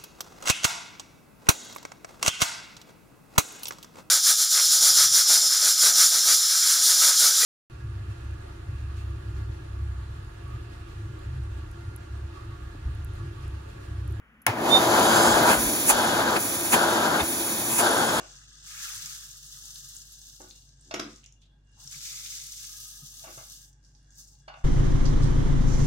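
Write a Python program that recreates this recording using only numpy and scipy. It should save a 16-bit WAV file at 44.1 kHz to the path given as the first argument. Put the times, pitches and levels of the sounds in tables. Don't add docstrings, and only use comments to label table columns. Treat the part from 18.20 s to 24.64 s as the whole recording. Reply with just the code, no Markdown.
import sys
import numpy as np
from scipy import signal
from scipy.fft import rfft, irfft
from scipy.io import wavfile

SR = 44100
rng = np.random.default_rng(int(sys.argv[2]) if len(sys.argv) > 2 else 0)


def file_out(sig):
    cols = np.atleast_2d(sig).T
    lim = np.clip(cols, -1, 1)
    pcm = np.round(lim * 32767).astype(np.int16)
    wavfile.write(sys.argv[1], SR, pcm)


N = 283993
TIME = np.arange(N) / SR

# band_hz, t60_s
KITCHEN_DECAY = [(150, 0.42), (600, 0.27), (2000, 0.45), (6000, 0.26), (15000, 0.22)]


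def from_db(db):
    return 10 ** (np.asarray(db) / 20)


def rms_one(x):
    return x / np.sqrt(np.mean(x ** 2) + 1e-20)


def at_hz(points, hz):
    points = np.array(points)
    return np.interp(np.log(np.maximum(hz, 1)), np.log(points[:, 0]), points[:, 1])


def colour(x, spectrum, size=4096):
    cepstrum = irfft(np.log(from_db(at_hz(spectrum, np.fft.rfftfreq(size, 1 / SR)))))
    cepstrum[1:size // 2] *= 2
    cepstrum[size // 2 + 1:] = 0
    kernel = irfft(np.exp(rfft(cepstrum)))
    return signal.fftconvolve(np.atleast_2d(x), kernel[None], axes=1)[:, :x.shape[-1]]


def drift(rate):
    knots = rng.standard_normal(int(N / SR * rate) + 2)
    return np.interp(TIME * rate, np.arange(len(knots)), rms_one(knots))


def resonate(x, hz, width_hz):
    r = np.exp(-np.pi * width_hz / SR)
    feedforward = np.array([1, 0, -1]) * (1 - r * r) / 2
    feedback = [1, -2 * r * np.cos(2 * np.pi * hz / SR), r * r]
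    return signal.lfilter(feedforward, feedback, x + 1e-18)


def ring_modes(x, modes):
    return sum(from_db(db) * resonate(x, hz, width_hz) for hz, width_hz, db in modes)


def band_pass(x, low_hz, high_hz):
    return signal.sosfilt(signal.butter(2, [low_hz, high_hz], "band", fs=SR, output="sos"), x)


def diffuse(size):
    # band_hz, side_db
    width = [(50, -41), (125, -20), (250, -11), (500, -4.5), (1000, -1), (2000, -0.5), (4000, -1.5),
             (15000, 0)]
    mid, side = rng.standard_normal((2, size))
    return (mid + colour(side, width) * [[1], [-1]]) / np.sqrt(2)


def burst(decay_s, size=4096):
    x = diffuse(size) * np.exp(-np.arange(size) / SR / decay_s)
    return rms_one(x) / np.sqrt(size)


def add(out, s, x):
    start = max(int(s * SR), 0)
    out[:, start:start + x.shape[1]] += x[:, :N - start]


def kitchen(x, wet_db, size=26000):
    t, noise, tail = np.arange(size) / SR, diffuse(size), 0
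    edges_hz = 65 * 2. ** np.arange(9)
    for low_hz, high_hz in zip(edges_hz, edges_hz[1:]):
        t60_s = at_hz(KITCHEN_DECAY, np.sqrt(low_hz * high_hz))
        tail = tail + band_pass(noise, low_hz, high_hz) * from_db(-60 * t / t60_s)
        noise = diffuse(size)
    tail = rms_one(tail * np.clip(t / 0.0022, 0, 1)) / np.sqrt(size)
    return x + from_db(wet_db) * signal.fftconvolve(x, tail, axes=1)[:, :N]


def place(x, side):
    left = [(hz, db - 10 * np.log10((1.5 + 10 ** (db / 10)) / 2)) for hz, db in side]
    right = [(hz, -10 * np.log10((2 + 10 ** (db / 10)) / 2)) for hz, db in side]
    return np.vstack([colour(x[0], left), colour(x[1], right)])


def in_time(rows):
    edge_s = 0.063
    s, db = np.transpose(rows)
    outside_s = np.maximum(np.maximum(s[0] - TIME, TIME - s[-1]), 0)
    return from_db(np.interp(TIME, s, db)) * np.exp(-outside_s / edge_s)


def bell_swells(rows):
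    return sum(from_db(db) * np.exp(-((TIME - s) / half_s) ** 2) for s, db, half_s in rows)


def stove():
    # band_hz, level_db
    rumble_colour = [(25, -6), (45, -6), (70, -3.5), (105, -1), (140, 7.5), (180, -9), (260, -9.5),
                     (450, -22.5), (800, -24), (1600, -32), (2300, -36.5), (6000, -34.5), (9000, -44.5),
                     (15000, -69)]
    # mode_hz, width_hz, level_db
    simmer_modes = [(839, 14, -2), (1630, 66, -1), (2823, 15, 1.5), (3405, 58, -7)]
    # pitch_hz, rms_db
    hum_tones = [(49.2, -59), (99.5, -70.5)]
    rumble = from_db(-64.5) * rms_one(colour(diffuse(N), rumble_colour))
    fizz = diffuse(N)
    simmer = sum(from_db(db + 6.2 * drift(12)) * resonate(fizz, hz, width_hz)
                 for hz, width_hz, db in simmer_modes)
    hum = 0
    for hz, db in hum_tones:
        level = np.sqrt(2) * from_db(db + 0.5 * drift(0.29))
        hum = hum + level * np.sin(2 * np.pi * hz * TIME + 0.44 * drift(1.1))
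    return rumble + from_db(-75.5) * rms_one(simmer) + hum


def thuds():
    # start_s, level_db (before a 5 dB trim), pitch_hz
    bubbles = [(0.759, -45.5, 100), (0.832, -46, 145), (3.18, -62, 142.5), (3.649, -46, 142.6),
               (3.755, -47, 144), (4.823, -39.5, 141.5), (5.17, -47.5, 127), (5.979, -51, 134)]
    out, t = np.zeros((2, N)), np.arange(SR // 4) / SR
    swell = t / 0.011
    for s, db, hz in bubbles:
        tone = np.sin(2 * np.pi * hz * t) + from_db(-13.5) * np.sin(2 * np.pi * 1.546 * hz * t)
        add(out, s, from_db(db - 5.0) * (swell * np.exp(1 - swell) * tone)[None])
    return out


def judder():
    # centre_s, level_db, half_s
    drags = [(2.697, -59.5, 0.031), (2.871, -44, 0.035), (2.941, -55, 0.0077)]
    # band_hz, level_db
    groan_colour = [(80, -33), (146, -8), (220, 0.5), (293, 2.5), (375, -2.5), (450, -16), (513, -15.5),
                    (700, -18), (1400, -32), (3000, -50), (8000, -80)]
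    slips_per_s, waver = 73.3, 0.016
    slip_count = np.cumsum(slips_per_s * (1 + waver * drift(40))) / SR
    slips = np.diff(np.floor(slip_count), prepend=0)
    groan = rms_one(colour(slips * from_db(1.5 * drift(70)), groan_colour))
    return kitchen(np.vstack([groan, groan]) * bell_swells(drags), wet_db=-14.5)


def contacts():
    # start_s, knock_db, boom_db (low), crack_db (bright), pitch_hz, drag_s
    knocks = [(.002, -44.5, -47, -50, 745, 0.0035), (0.029, -50, -60, -54, 570, 0.011),
              (2.202, -49.5, -44.5, -68, 800, 0.005), (2.709, -38.5, -62, -38.5, 680, 0.0033),
              (2.739, -33, -30, -29.5, 1270, 0.0019), (2.760, -43, -40, -53, 695, 0.0047),
              (2.794, -37.5, -28.5, -29.5, 714, 0.002), (5.018, -64, -74, -66, 630, 0.011),
              (5.038, -47.5, -65, -51.5, 658, 0.013), (5.069, -47.5, -46.5, -52.5, 718, 0.013),
              (5.174, -46, -61.5, -52, 560, 0.021), (6.278, -43, -87, -45, 703, 0.0098),
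              (6.298, -46, -83, -63, 830, 0.005), (6.339, -46, -92, -51, 734, .003),
              (6.372, -54, -84, -66, 750, 0.003)]
    rebound_s, loss_db, soft_below_db = 0.033, 6.5, -46
    rebounds = []
    for s, knock_db, boom_db, crack_db, hz, drag_s in knocks:
        if knock_db < soft_below_db:
            again_s = s + rebound_s * rng.uniform(.8, 1.2)
            rebounds.append((again_s, knock_db - loss_db, boom_db - loss_db, crack_db - loss_db, hz, drag_s))
    return knocks + rebounds


def touch(contact, drag_s, size):
    # band_hz, level_db
    wood_colour = [(120, -9), (200, 8.5), (320, -33), (430, -3.5), (520, -0.5), (700, -2), (950, 1.5),
                   (1350, 1.5), (1800, -3.5), (2130, 2), (2600, -5.5), (4200, -5), (6100, -1.5),
                   (8500, -20.5), (12000, -22), (15000, -52)]
    blow = burst(decay_s=drag_s)[0]
    blow = blow * np.clip(np.arange(len(blow)) / SR / (0.17 * drag_s), 0, 1)
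    scuff = colour(colour(blow, wood_colour), contact)[0]
    return np.pad(from_db(37.0) * scuff, (0, size - len(blow)))


def spoon():
    # mode_hz, width_hz, level_db
    hollow_modes = [(570, 113, 2.5), (676, 150, -1.5), (750, 82, 1), (845, 92, -5), (1250, 340, -4.5),
                    (1590, 140, 0), (2800, 310, 12), (3520, 220, 8), (4400, 150, 11.5)]
    # mode_hz, level_db (against the contact), t60_s
    pot_modes = [(135, -17.5, 0.19), (199, -16, 0.1), (232, -12.5, 0.34), (301, -1.5, 0.13),
                 (341, -4, 0.15), (366.3, -3.5, 0.19), (499, -12, 0.24), (660, -13, 0.14),
                 (1150, -16, 0.31), (1471, -5.5, 0.13), (1436, -22, 0.2), (2190, -35, 0.23)]
    hard_from_db, hard_range_db, soft_crack_share = -36.5, 8, 0.34
    out, t = np.zeros((2, N)), np.arange(SR // 2) / SR
    for s, knock_db, boom_db, crack_db, hz, drag_s in contacts():
        top_db = crack_db + 2.6 * min(crack_db - knock_db, 0)
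        contact = [(350, boom_db - 5.5), (560, knock_db), (1650, knock_db - 2.5),
                   (3000, crack_db - 7.0), (6000, top_db - 5.5)]
        hardness = np.clip((crack_db - hard_from_db) / hard_range_db, 0, 1)
        crack_share = soft_crack_share + (1 - soft_crack_share) * hardness
        wood = touch(contact, drag_s, len(t))
        hit = crack_share * wood + (1 - hardness) * ring_modes(wood, hollow_modes)
        knock = np.sin(2 * np.pi * hz * t) * np.exp(-t / 0.011)
        hit += from_db(knock_db - 6.0 * hardness) * knock
        wall_echo = from_db(2) * crack_share * touch(contact, drag_s, len(t))
        add(out, s + .0042, wall_echo[None])
        for mode_hz, db, t60_s in pot_modes:
            strength = from_db(at_hz(contact, mode_hz) + db - 0.5 + rng.normal(0, 1))
            tone = np.sin(2 * np.pi * (mode_hz * t + rng.random()))
            hit += strength * tone * np.exp(-np.log(1000) * t / t60_s)
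        late_left = np.interp(t - .00028, t, hit, left=0)
        add(out, s + .001, np.array([late_left, hit]))
    return kitchen(out, wet_db=-2.5)


def splashes():
    # start_s, level_db, pitch_hz, rise_s, decay_s
    foam_bursts = [(3.033, -56, 2800, 0.0016, 0.042), (3.216, -61, 3450, 0.0046, 0.042),
                   (3.21, -64, 5980, 0.008, 0.02), (3.565, -50.5, 920, 0.065, 0.041),
                   (5.624, -55.5, 5500, 0.034, 0.05), (5.747, -66, 5140, 0.005, 0.097)]
    out, t = np.zeros((2, N)), np.arange(SR // 4) / SR
    for s, db, hz, rise_s, decay_s in foam_bursts:
        drops = diffuse(len(t)) * (rng.random(len(t)) < 4000 / SR)
        fizz = rms_one(resonate(resonate(drops, hz, hz / 2), hz, hz / 2))
        add(out, s, from_db(db) * fizz * (1 - np.exp(-t / rise_s)) * np.exp(-t / decay_s))
    return out


def grain_flow():
    # time_s, level_db
    first_pour = [(.41, -67.5), (.465, -51.5), (.55, -45), (.64, -37), (.72, -39.5), (.93, -43),
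                  (1.07, -47), (1.15, -50.5), (1.28, -49), (1.35, -47), (1.58, -47.5), (1.78, -49),
                  (1.98, -54), (2.05, -52.5), (2.18, -55), (2.25, -54.5), (2.42, -58.5), (2.58, -69)]
    second_pour = [(3.5, -75.5), (3.579, -62.5), (3.605, -51), (3.69, -52), (3.729, -43), (3.79, -46.5),
                   (3.858, -42.5), (3.96, -40), (4.03, -41.5), (4.1, -42), (4.15, -40.5), (4.21, -43),
                   (4.29, -43.5), (4.35, -46), (4.42, -43.5), (4.52, -46), (4.58, -46), (4.679, -49),
                   (4.79, -50), (4.87, -50), (5.32, -50), (5.471, -55.5), (5.58, -74)]
    last_grains = [(5.87, -78.5), (5.928, -64.5), (5.995, -49.5), (6.069, -57.5), (6.141, -61),
                   (6.209, -67)]
    tick_levels = [-6.5, -8.5, -7]
    # centre_s, level_db, half_s
    rustles = [(0.09, -53.5, 0.46), (2.682, -60.5, 0.07), (2.928, -57, 0.094), (3.226, -77, 0.051),
               (5.706, -75, 0.024), (5.784, -74.5, 0.14), (6.396, -65, 0.045)]
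    skitter_from = from_db(-60)
    streams = [in_time(rows) for rows in (first_pour, second_pour, last_grains)]
    rustle = bell_swells(rustles)
    skitter = from_db(-19) * rustle
    for x, db in zip(streams, tick_levels):
        skitter = skitter + from_db(db) * x ** 3 / (x ** 2 + skitter_from ** 2)
    surge = from_db(.8 * drift(45))
    return (sum(streams) + rustle) * surge + 1e-9, skitter * surge


def strays(flow):
    # start_s, level_db (relative), pitch_hz
    set_grains = [(.137, -43, 6200), (0.154, -32, 6000), (0.24, -47, 7600), (1.413, -26, 5940),
                  (1.766, -19, 6900), (1.923, -31, 11600), (2.016, -29, 6210), (2.098, -28.5, 6100),
                  (2.209, -27, 6600), (2.217, -24.5, 6670), (2.303, -29.5, 6300), (2.491, -35, 5700),
                  (2.961, -35.5, 6000), (3.041, -33, 6150), (3.061, -29.5, 6000), (3.124, -35.5, 6400),
                  (3.218, -44, 6100), (3.601, -35.5, 6100), (3.675, -21, 5600), (3.713, -21, 7140),
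                  (5.648, -41, 5400), (5.75, -39, 5330), (5.906, -38.5, 6500)]
    per_s, over_flow_db, top_db, spread_db = 50, 10.5, -25, 5.5
    mean_hz, spread_hz = 6300, 1400
    out, t = np.zeros((2, N)), np.arange(400) / SR
    swell = t / .00018
    draws = rng.random((400, 2))
    drawn_grains = []
    for (when, luck), (size, pitch) in zip(draws, rng.standard_normal(draws.shape)):
        if luck < per_s * N / SR / len(draws):
            flow_db = 20 * np.log10(flow[int(when * N)])
            db = min(flow_db + over_flow_db, top_db) + spread_db * size
            drawn_grains.append((when * N / SR, db, mean_hz + spread_hz * pitch))
    for s, db, hz in set_grains + drawn_grains:
        snap = np.sin(2 * np.pi * hz * t) * swell * np.exp(1 - swell)
        chatter = resonate(resonate(burst(decay_s=0.0023, size=400), hz, 1900), hz, 1900)
        add(out, s, from_db(db) * (0.25 * snap + 5.4 * chatter))
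    return kitchen(out, wet_db=-4.5)


def grains(per_s, spread_db, clump_db, cycles, low_hz, high_hz, wet_db, count=14):
    chance = np.clip(per_s / SR, 1e-4, 1)
    size_db = spread_db * np.minimum(rng.exponential(1, N), 4) + clump_db * drift(130)
    sizes = from_db(size_db) * rng.choice([-1, 1], N)
    clicks = sizes * (rng.random(N) < chance) / np.sqrt(chance)
    dealt, out = rng.integers(0, count, N), np.zeros((2, N))
    for k, hz in enumerate(np.geomspace(low_hz, high_hz, count)):
        ring = resonate(clicks * (dealt == k), hz, hz / cycles)
        lag, pan = rng.integers(4, 8), from_db(rng.normal(0, 1.0))
        out += [ring * pan, np.roll(ring, lag) / pan]
    keep = from_db(-60 / (at_hz(KITCHEN_DECAY, np.sqrt(low_hz * high_hz)) * SR)) ** 2
    lingering = np.sqrt(signal.lfilter([1], [1, -keep], out[0] ** 2))
    wash = band_pass(diffuse(N), low_hz, high_hz)
    return rms_one(rms_one(out) + from_db(wet_db) * rms_one(wash * lingering))


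def plunge():
    # time_s, level_db
    plunges = [
        [(.45, -82), (.475, -60.5), (.65, -51.5), (.78, -58.5), (.92, -62), (1.08, -78)],
        [(3.7, -77), (3.73, -59), (3.8, -67), (3.88, -54), (4.13, -56.5), (4.35, -65.5), (4.55, -68),
         (4.72, -78)],
        [(5.03, -73), (5.08, -69), (5.25, -74), (5.42, -89)],
    ]
    # band_hz, level_db
    fizz_colour = [(900, -18), (1600, -13), (2100, 5.5), (2600, 5), (4000, -24.5)]
    fizz = grains(3500, spread_db=1.5, clump_db=5.5, cycles=3.1, low_hz=1670, high_hz=2850,
                  wet_db=-4.0, count=7)
    return sum(in_time(rows) for rows in plunges) * rms_one(colour(fizz, fizz_colour))


def open_broth(flow):
    sink_s, muffle_db = 4, 16.5
    heap = signal.lfilter([1], [1, -np.exp(-1 / (sink_s * SR))], flow)
    return from_db(-muffle_db * heap / heap.max())


def pour(flow, skitter):
    # band_hz, level_db
    patter_colour = [(1500, -40), (2300, -44.5), (2800, -6.5), (3200, -8.5), (3650, -3), (4200, -3),
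                     (5300, 0), (6300, 1), (7500, -2.5), (8800, -9.5), (10000, -26), (14000, -41)]
    tick_colour = [(4000, -48.5), (8000, -1.5), (9500, 5.5), (11000, 8), (12500, 6), (15800, 4)]
    plop_colour = [(600, -37.5), (760, -23), (880, -2.5), (1100, -11.5), (1330, 7.5), (1500, -2.5),
                   (1680, 1.5), (1900, -2.5), (2300, -18.5), (2800, -6.5), (3600, -14.5), (6000, -10)]
    # mode_hz, width_hz, level_db
    bowl_modes = [(886, 88, -14), (1259, 34, -1.5), (1626, 116, -11), (2740, 210, -11), (3340, 120, -6)]
    bowl_top_modes = [(3130, 20, 1), (3540, 55, 1), (5100, 50, -12.5), (5500, 28, -8), (5940, 32, -9),
                      (6220, 34, 0), (6450, 74, -5), (7050, 97, -11)]
    # band_hz, left_minus_right_db (approximate)
    steel_side = [(3500, -2.5), (5200, 1), (6200, 4), (7500, -0.5), (9000, -3.5), (10500, -10),
                  (12000, -0.5), (15000, -3.5)]
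    broth_side = [(860, 21), (1050, -9.5), (1240, 18.5), (1420, -6.5), (1620, -20), (1780, -21),
                  (2050, -7.5), (2800, 5.5)]
    patter_db, plop_db, ring_db = 2, -5, -11
    bare_tick_db, bare_ring_db = 5.5, 13.5
    fullness = flow / from_db(-44)
    per_s = 9500 * fullness ** .75
    dry = grains(per_s, spread_db=2.5, clump_db=2.5, cycles=9.7, low_hz=2220, high_hz=15500, wet_db=1.5)
    wet = grains(per_s * .5, spread_db=3.5, clump_db=2.0, cycles=34.0, low_hz=800, high_hz=4110,
                 wet_db=-5.5, count=19)

    patter = colour(dry, patter_colour)
    patter = flow * from_db(patter_db) * rms_one(patter + ring_modes(patter, bowl_top_modes))
    bare = np.interp(TIME, [4.2, 4.6, 5.3, 5.5], [0, 1, 1, 0])
    patter = patter + 0.47 * bare * resonate(patter, 5930, 220)
    empty = np.interp(TIME, [5.35, 5.65], [0, 1])
    thin = signal.sosfilt(signal.butter(4, 4400, "high", fs=SR, output="sos"), patter)
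    patter = (1 - empty) * patter + empty * thin

    ticks = skitter * from_db(patter_db + bare_tick_db * bare) * rms_one(colour(dry, tick_colour))
    landing = flow * open_broth(flow)
    plops = landing * fullness ** 0.26 * from_db(plop_db) * rms_one(colour(wet, plop_colour))
    ring = landing * from_db(ring_db + bare_ring_db * bare) * rms_one(ring_modes(wet, bowl_modes))
    return place(patter + ticks, steel_side) + place(plops + ring, broth_side)


def scene():
    flow, skitter = grain_flow()
    background = stove() + thuds()
    stirring = judder() + spoon() + splashes()
    return background + stirring + strays(flow) + plunge() + pour(flow, skitter)


def record(dry):
    return signal.sosfilt(signal.ellip(10, .1, 80, 15900, fs=SR, output="sos"), dry)


dry = scene()
out = record(dry)
file_out(out)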